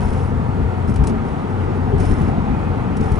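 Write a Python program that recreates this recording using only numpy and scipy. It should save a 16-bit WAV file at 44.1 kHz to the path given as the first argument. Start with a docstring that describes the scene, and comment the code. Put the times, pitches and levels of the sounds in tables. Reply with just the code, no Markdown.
"""Car cabin on a concrete bridge

Tyre roar booms through cabin resonances over a wavering engine drone, with hiss on the glass.
Wheels thump over deck joints as decaying body modes, each followed by a shudder of low noise.
Trim snaps and chatters as short noise bursts, keys jingle as random decaying tones,
a tyre's air cavity rings once and a faint noise whistle comes and goes. Two close microphone ports listen.
"""
import sys
import numpy as np
from scipy import signal
from scipy.fft import rfft, irfft
from scipy.io import wavfile
from scipy.ndimage import uniform_filter1d

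SR = 44100
rng = np.random.default_rng(int(sys.argv[2]) if len(sys.argv) > 2 else 0)


def amplitude_ratio(level_db):
    """Convert a level in decibels to the matching linear amplitude (field) ratio."""
    exponent = np.asarray(level_db, float) / 20
    return 10 ** exponent


def int16_out(signal):
    """Quantize to a 16-bit WAV file."""
    q = np.round(np.clip(np.atleast_2d(signal).T, -1, 1) * 32767)
    wavfile.write(sys.argv[1], SR, q.astype(np.int16))


N = 140679  # length in samples

# Road roughness under the tyres: start_s, shake_level_db, roar_level_db
ROAD_LEVELS = [(0.0, -24.5, -19.5), (0.26, -29, -21), (0.67, -26.5, -20.5), (0.7, -44, -21),
               (1.0, -18.5, -21), (1.06, -23, -20.5), (1.19, -32, -21), (1.31, -26, -21), (1.4, -49, -21),
               (1.73, -44.5, -20), (1.87, -25.5, -21), (2.01, -25.5, -19), (2.2, -22.5, -19),
               (2.35, -27, -19.5), (2.97, -33.5, -20.5), (3.02, -27, -20.5), (3.1, -24, -19.5),
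               (3.14, -22, -21), (3.19, -29, -18)]
# Colour of the deep shake: pitch_hz, level_db (per Hz, relative)
SHAKE_COLOUR = [(12, -24), (25, -9), (35, -5), (52, 0), (75, -3), (105, -20), (200, -90)]
# Colour of the tyre roar ahead of the resonances: pitch_hz, level_db (per Hz, relative)
ROAR_COLOUR = [(14, -34), (35, -8), (60, -13), (97, -7.5), (147, -7.5), (190, -6.5), (258, -13.5),
               (400, -15), (591, -20.5), (838, -19.5), (1090, -24.5), (1190, -24.5), (1610, -33),
               (1920, -33), (2280, -38), (11000, -66.5), (14300, -93), (22000, -120)]
# Cabin and tyre resonances, rebalanced as the deck surface changes:
# pitch_hz, width_hz, lift_before_db, lift_after_db
CABIN_RESONANCES = [(120.6, 36, 6.5, 5.5), (186, 26, 0.5, 0.5), (254, 77, 8, 8), (295, 44, -5, -0.5),
                    (375, 16.3, 5.5, 4.5), (452, 61, 6.5, 5), (766, 66, 3.5, 6), (914, 91, 6.5, 2),
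                    (1362, 330, 5, 5)]
# Wind and tyre hiss on the glass: start_s, level_db
HISS_LEVELS = [(0.0, -47), (0.74, -44.5), (1.75, -43), (2.06, -41.5), (2.98, -42), (3.19, -40.5)]
# Colour of that hiss: pitch_hz, level_db (per Hz, relative)
HISS_COLOUR = [(700, -36), (1300, -4.5), (2100, -10.5), (3100, -19), (4200, -30.5), (6000, -52),
               (11000, -60), (14000, -90)]
# Engine firing drone: start_s, pitch_hz, level_db
ENGINE_DRONE = [(0, 87.33, -35.5), (.15, 86.14, -23.5), (.3, 88.26, -27), (.62, 92.87, -22.5),
                (.85, 88.26, -24), (1.1, 89.7, -28), (1.3, 90.13, -43), (1.5, 93.16, -24.5),
                (1.7, 90.72, -22.5), (1.95, 91.57, -22.5), (2.2, 88.96, -23), (2.45, 86.54, -33),
                (2.65, 87.2, -22.5), (2.88, 84.8, -32), (3.05, 88.5, -21.5), (3.19, 87.4, -27)]
# Shakes of keys and trim: start_s, length_s, keys_level_db, chatter_level_db (both at the start)
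SHAKES = [(0, 0.31, -60, -56.5), (0.873, 0.055, -58, -61), (1.037, 0.074, -71, -51.5),
          (1.246, .09, -68, -67), (1.992, 0.32, -57.5, -55), (3.005, 0.23, -64, -56.5)]
# Ringing tones of the keys: pitch_hz, level_db (relative), t60_s
KEY_TONES = [(5290, -1, .09), (6140, -5, .03), (7310, -9, .05), (8610, -4, .05), (9790, 0, .08),
             (10790, 0, .06)]
# Colour of the loose trim: pitch_hz, level_db (per Hz, relative)
TRIM_COLOUR = [(880, -19), (1500, 8.5), (1630, -3), (2620, -1.5), (3780, -10), (5970, -8), (7120, -14),
               (8620, -11.5), (9930, -13.5), (11000, -16), (14300, -37), (22000, -120)]
# Wheels over deck joints: start_s, blow_level_db, blow_centre_hz, shudder_level_db
JOINT_BLOWS = [(0.092, -13, 65, -29.5), (.49, -15, 131, -29), (0.883, -5.5, 166, -21),
               (0.959, -11, 110, -22.5), (0.993, -14, 90, -35), (1.008, -5, 85.6, -32),
               (1.021, -10.5, 70.4, -32), (1.108, -13, 220, -28), (1.689, -13.5, 85, -39),
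               (1.938, -6.5, 160, -17.5), (1.973, -12.5, 85, -31), (2.005, -11, 121, -22),
               (2.092, -10, 54.7, -21), (2.104, -9, 205, -24), (2.122, -11, 85, -26), (2.168, -15, 74, -28),
               (2.199, -10, 206, -29), (2.381, -9.5, 205, -22), (2.514, -12.5, 134, -20),
               (3.002, -6, 128, -19), (3.118, -10, 136, -26), (3.128, -6.5, 43.6, -37)]
# Ringing modes of the car body: pitch_hz, level_db (relative), t60_s
BODY_MODES = [(39.5, 2.5, 0.14), (65, 0, 0.14), (98.7, 0, .1), (134.6, 5, 0.081), (210.3, 3, 0.076),
              (292, -3, 0.076), (396, -2, 0.067)]
# Colour of the shudder after a blow: pitch_hz, level_db (per Hz, relative)
SHUDDER_COLOUR = [(25, -20), (55, 6), (120, -5.5), (220, -1), (420, -12), (800, -40), (2000, -90)]
# Loose trim ticks: start_s, level_db (relative), tilt_db (per octave), left_minus_right_db
TRIM_TICKS = [(0.1351, -40, 0, -4), (0.895, -39.5, 9, 12), (0.939, -36, 3, -2), (0.9582, -26.5, 1, 4),
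              (1.041, -40, 5, -8), (1.07, -23.5, 6, 5), (1.0774, -38, -7, -1.0), (1.0994, -43, -1, -7),
              (1.256, -47, -6, 10), (1.9806, -33.5, 1.5, 3), (2, -31, 2.5, 3), (2.0175, -46, 7, -3),
              (2.053, -33, 4, -6), (2.1094, -40, -3, -6), (2.1595, -47, -5, 2), (2.967, -31.5, 5.5, 5),
              (3.053, -35, -6, 4), (3.1175, -34, 6, 2), (3.157, -39, 7, 1), (3.176, -42, -6, 0)]
# The tyre's air cavity, ringing once: start_s, pitch_hz, level_db, rise_s, t60_s
CAVITY_RING = (1.926, 394, 1, .018, .09)
# Faint whistle in the hiss: start_s, level_db
WHISTLE_LEVELS = [(2.3, -75), (2.4, -58), (2.5, -53), (2.6, -52), (2.66, -48), (2.7, -58), (2.95, -56),
                  (3.1, -60), (3.19, -70)]
# Likeness of the two ports: pitch_hz, likeness (0 to 1)
PORT_LIKENESS = [(30, .98), (140, .98), (280, .94), (560, .87), (1100, .63), (2200, .42), (3500, .25),
                 (6400, .4), (11000, .4)]
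# Level difference of the ports: pitch_hz, left_minus_right_db
PORT_LEAN = [(40, 6.9), (96, 6), (150, 4.3), (250, 2.8), (390, 1.3), (630, -.2), (1000, 0), (2570, .6),
             (4110, -.3), (10500, -.3)]
# Phase difference of the ports: pitch_hz, left_lead_radians
PORT_LEAD = [(25, -.3), (80, -.6), (160, -1.07), (330, -1.35), (700, -1.5), (1300, -1.3), (1900, -1.6),
             (3500, -.6), (5500, -.2), (10000, 0)]
# Colour of the microphone's own hiss: pitch_hz, level_db (per Hz, relative)
MIC_COLOUR = [(2000, -26), (4000, 1.5), (6500, 0.5), (11000, 0), (14000, -40)]


def evened(x):
    """Scale a sound to an rms of one."""
    return x / np.sqrt(np.mean(x ** 2) + 1e-20)


def read(points, hz):
    """Read a spectrum table along a logarithmic pitch axis."""
    f, value = np.transpose(points)
    return np.interp(np.log(hz + 1), np.log(f + 1), value)


def curve(table, column):
    """Draw one column of a timed table as straight lines over the scene."""
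    rows = np.array(table)
    return np.interp(np.arange(N) / SR, rows[:, 0], rows[:, column])


def add(mix, start_s, sound):
    """Lay a sound into the mix, trimmed at the end of the scene."""
    part = mix[..., round(start_s * SR):][..., :sound.shape[-1]]
    part += sound[..., :part.shape[-1]]


def ports(x, other):
    """Close ports share the lows but hear partly unrelated highs, with level and phase offsets."""
    x, other = np.pad([x, other], ((0, 0), (4096, 4097)), "reflect")
    hz = np.fft.rfftfreq(len(x), 1 / SR)
    likeness = np.clip(read(PORT_LIKENESS, hz), 0, 1)
    left = rfft(x)
    right = likeness * left + np.sqrt(1 - likeness ** 2) * rfft(other)
    # Half of each difference goes to either side
    turn = amplitude_ratio(read(PORT_LEAN, hz) / 2) * np.exp(.5j * read(PORT_LEAD, hz))
    return irfft(np.array([left * turn, right / turn]), len(x))[:, 4096:4096 + N]


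def noise(shape_db, patchy_db, size):
    """Two unrelated noises of one colour, sharing patches that drift over time and pitch."""
    frames = 4 * N // size + 5
    hz = np.fft.rfftfreq(size, 1 / SR)[:, None]
    t = np.arange(frames) * size / 4 / SR
    a, b, c, d, patches = rng.standard_normal((frames, len(hz), 5)).T
    patches = uniform_filter1d(patches, size=10, axis=0)
    patches = evened(uniform_filter1d(patches, size=8, axis=1))
    gain = amplitude_ratio(shape_db(hz, t) + patchy_db * patches)
    spectra = np.array([a + 1j * b, c + 1j * d]) * gain
    return evened(signal.istft(spectra, nperseg=size, noverlap=3 * size // 4)[1][:, :N])


def deep_shake():
    """Road roughness shakes the cabin as patchy low noise."""
    rumble = noise(lambda hz, t: read(SHAKE_COLOUR, hz), patchy_db=3.0, size=4096)
    return amplitude_ratio(curve(ROAD_LEVELS, column=1)) * rumble


def tyre_roar():
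    """Tyre noise is lifted or dipped by resonances that rebalance on the new surface."""
    surface_s, blend_s = 1.45, 0.53

    def roar_db(hz, t):
        after = .5 + .5 * np.tanh((t - surface_s) / blend_s)
        total_db = read(ROAR_COLOUR, hz)
        for centre_hz, width_hz, before_db, after_db in CABIN_RESONANCES:
            lift_db = before_db + (after_db - before_db) * after
            total_db = total_db + lift_db / (1 + (2 * (hz - centre_hz) / width_hz) ** 2)
        return total_db

    return amplitude_ratio(curve(ROAD_LEVELS, column=2)) * noise(roar_db, patchy_db=1.4, size=4096)


def glass_hiss():
    """Wind and tyre hiss on the glass, as gently patchy noise."""
    hiss = noise(lambda hz, t: read(HISS_COLOUR, hz), patchy_db=2.0, size=1024)
    return amplitude_ratio(curve(HISS_LEVELS, column=1)) * hiss


def engine():
    """The firing order is one sine whose pitch drifts and wavers."""
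    waver = uniform_filter1d(rng.standard_normal(N), size=2000)
    waver_hz = 1.666 * evened(uniform_filter1d(waver, size=2000))
    turns = np.cumsum(curve(ENGINE_DRONE, column=1) + waver_hz) / SR
    return amplitude_ratio(curve(ENGINE_DRONE, column=2)) * np.sqrt(2) * np.sin(2 * np.pi * turns)


def shaken(column):
    """Gain of the shaking over time, fading through each shake."""
    fade_db = -9  # by the end of a shake
    t, gain = np.arange(N) / SR, np.zeros(N)
    for row in SHAKES:
        start_s, length_s = row[:2]
        progress = np.clip((t - start_s) / length_s, 0, 1)
        during = (t >= start_s) * (t < start_s + length_s)
        gain += amplitude_ratio(row[column] + fade_db * progress ** 2) * during
    return gain


def keys():
    """Random clinks ring each key tone as a detuned pair leaning to opposite sides."""
    clinks_per_s, spread_db, detune = 170, 3, .004  # rate for each tone; detune as a ratio
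    t, out, gain = np.arange(6000) / SR, np.zeros((2, N)), shaken(column=2)
    pair = ((1 - detune, [[1], [.7]]), (1 + detune, [[.7], [1]]))
    for hz, db, t60 in KEY_TONES:
        struck = rng.random(N) < clinks_per_s / SR
        hits = gain * struck * amplitude_ratio(spread_db * rng.standard_normal(N))
        for ratio, lean in pair:
            ring = amplitude_ratio(db - 60 * t / t60) * np.sin(2 * np.pi * hz * ratio * t)
            out += np.array(lean) * signal.oaconvolve(hits, ring)[:N]
    return out


def chatter():
    """Dense random trim taps, each a tiny decaying burst of trim-coloured noise."""
    taps_per_s, spread_db, t60 = 800, 2, 0.015
    struck = rng.random(N) < taps_per_s / SR
    taps = shaken(column=3) * struck * amplitude_ratio(spread_db * rng.exponential(1, N))
    decay = amplitude_ratio(-60 * np.arange(4000) / SR / t60)
    envelope = signal.oaconvolve(taps, decay)[:N]
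    colour = amplitude_ratio(read(TRIM_COLOUR, np.fft.rfftfreq(N, 1 / SR)))
    common, left, right = evened(irfft(rfft(rng.standard_normal((3, N))) * colour, N))
    return envelope * (common + 0.98 * np.array([left, right]))


def bumps():
    """A wheel blow rings the decaying body modes, strongest near its centre pitch."""
    rise_s, fall_db = .003, -9  # fall per octave from the centre
    t, out = np.arange(0, .3, 1 / SR), np.zeros(N)
    for start_s, db, centre_hz, _ in JOINT_BLOWS:
        ring = np.zeros(len(t))
        for hz, mode_db, t60 in BODY_MODES:
            away_db = fall_db * abs(np.log2(hz / centre_hz))
            ring += amplitude_ratio(mode_db + away_db - 60 * t / t60) * np.sin(2 * np.pi * hz * t)
        add(out, start_s, amplitude_ratio(db) * (1 - np.exp(-t / rise_s)) * ring)
    return out


def shudder():
    """The body shudders on after each blow: low noise that swells and dies slowly."""
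    rise_s, t60 = 0.019, .45
    t, power = np.arange(0, .6, 1 / SR), np.zeros(N)
    for start_s, _, _, db in JOINT_BLOWS:
        swell = amplitude_ratio(db - 60 * t / t60) * (1 - np.exp(-t / rise_s))
        add(power, start_s, swell ** 2)  # overlapping shudders add in power
    rumble = noise(lambda hz, t: read(SHUDDER_COLOUR, hz), patchy_db=5.0, size=2048)
    return np.sqrt(power) * rumble


def ticks():
    """Loose trim gives a short noise snap with a softer, wider buzzing tail."""
    rise_s, snap_t60, tail_t60 = .003, .022, 0.097
    trim_db, tail_db = -4, -12  # trim_db shifts every tick
    t, out = np.arange(4096) / SR, np.zeros((2, N))
    hz = np.fft.rfftfreq(len(t), 1 / SR)
    for start_s, db, tilt_db, pan_db in TRIM_TICKS:
        colour = amplitude_ratio(read(TRIM_COLOUR, hz) + tilt_db * np.log2((hz + 1) / 6000))
        raw = rng.standard_normal((3, len(t)))
        common, left, right = evened(irfft(rfft(raw) * colour, len(t)))
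        snap = common * amplitude_ratio(-60 * t / snap_t60)
        tail = np.array([left + common, right + common]) * amplitude_ratio(tail_db - 60 * t / tail_t60)
        gain = amplitude_ratio(db + trim_db + np.array([[pan_db], [-pan_db]]) / 2)
        add(out, start_s, gain * np.minimum(t / rise_s, 1) * (snap + tail))
    return out


def tyre_ring():
    """The tyre's air cavity gives a hollow sine note that swells quickly and dies."""
    start_s, hz, db, rise_s, t60 = CAVITY_RING
    t, out = np.arange(0, .3, 1 / SR), np.zeros(N)
    envelope = amplitude_ratio(db - 60 * t / t60) * (1 - np.exp(-(t / rise_s) ** 2))
    add(out, start_s, envelope * np.sin(2 * np.pi * hz * t))
    return out


def whistle():
    """A narrow band of noise on one pitch that comes and goes."""
    centre_hz, width_hz = 2500, 40  # 6 dB down at the edges of the width

    def band_db(hz, t):
        return -20 * np.log10(1 + (2 * (hz - centre_hz) / width_hz) ** 2)

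    return amplitude_ratio(curve(WHISTLE_LEVELS, column=1)) * noise(band_db, patchy_db=1., size=4096)


def microphone_hiss():
    """Each port adds its own faint hiss, partly shared between the two."""
    level_db = -61
    own, other = amplitude_ratio(level_db) * noise(lambda hz, t: read(MIC_COLOUR, hz), patchy_db=1., size=512)
    return np.array([own, 0.51 * own + 0.96 * other])


def scene():
    """Mix the noise beds and low tones through the ports, then add trim and keys."""
    beds = deep_shake() + tyre_roar() + glass_hiss() + shudder() + whistle()
    low = engine() + bumps() + tyre_ring()
    return ports(*beds) + ports(low, np.zeros(N)) + ticks() + keys() + chatter()


def top_cut(x):
    """Nothing passes above the cut-off."""
    return signal.sosfilt(signal.butter(12, 11120, fs=SR, output="sos"), x)


def record(dry):
    """Add the microphone's own hiss, then limit the band at both ends."""
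    edge_hz, low_hz = 11080, 18
    padded = np.pad(dry + microphone_hiss(), ((0, 0), (255, 255)), "reflect")
    lowpass = signal.firwin(511, edge_hz, window=("kaiser", 9), fs=SR)
    dulled = signal.oaconvolve(padded, lowpass[None], "valid", axes=1)
    highpass = signal.butter(1, low_hz, "high", fs=SR, output="sos")
    finished = signal.sosfilt(highpass, dulled)
    return top_cut(finished)


dry = scene()
out = record(dry)
int16_out(out)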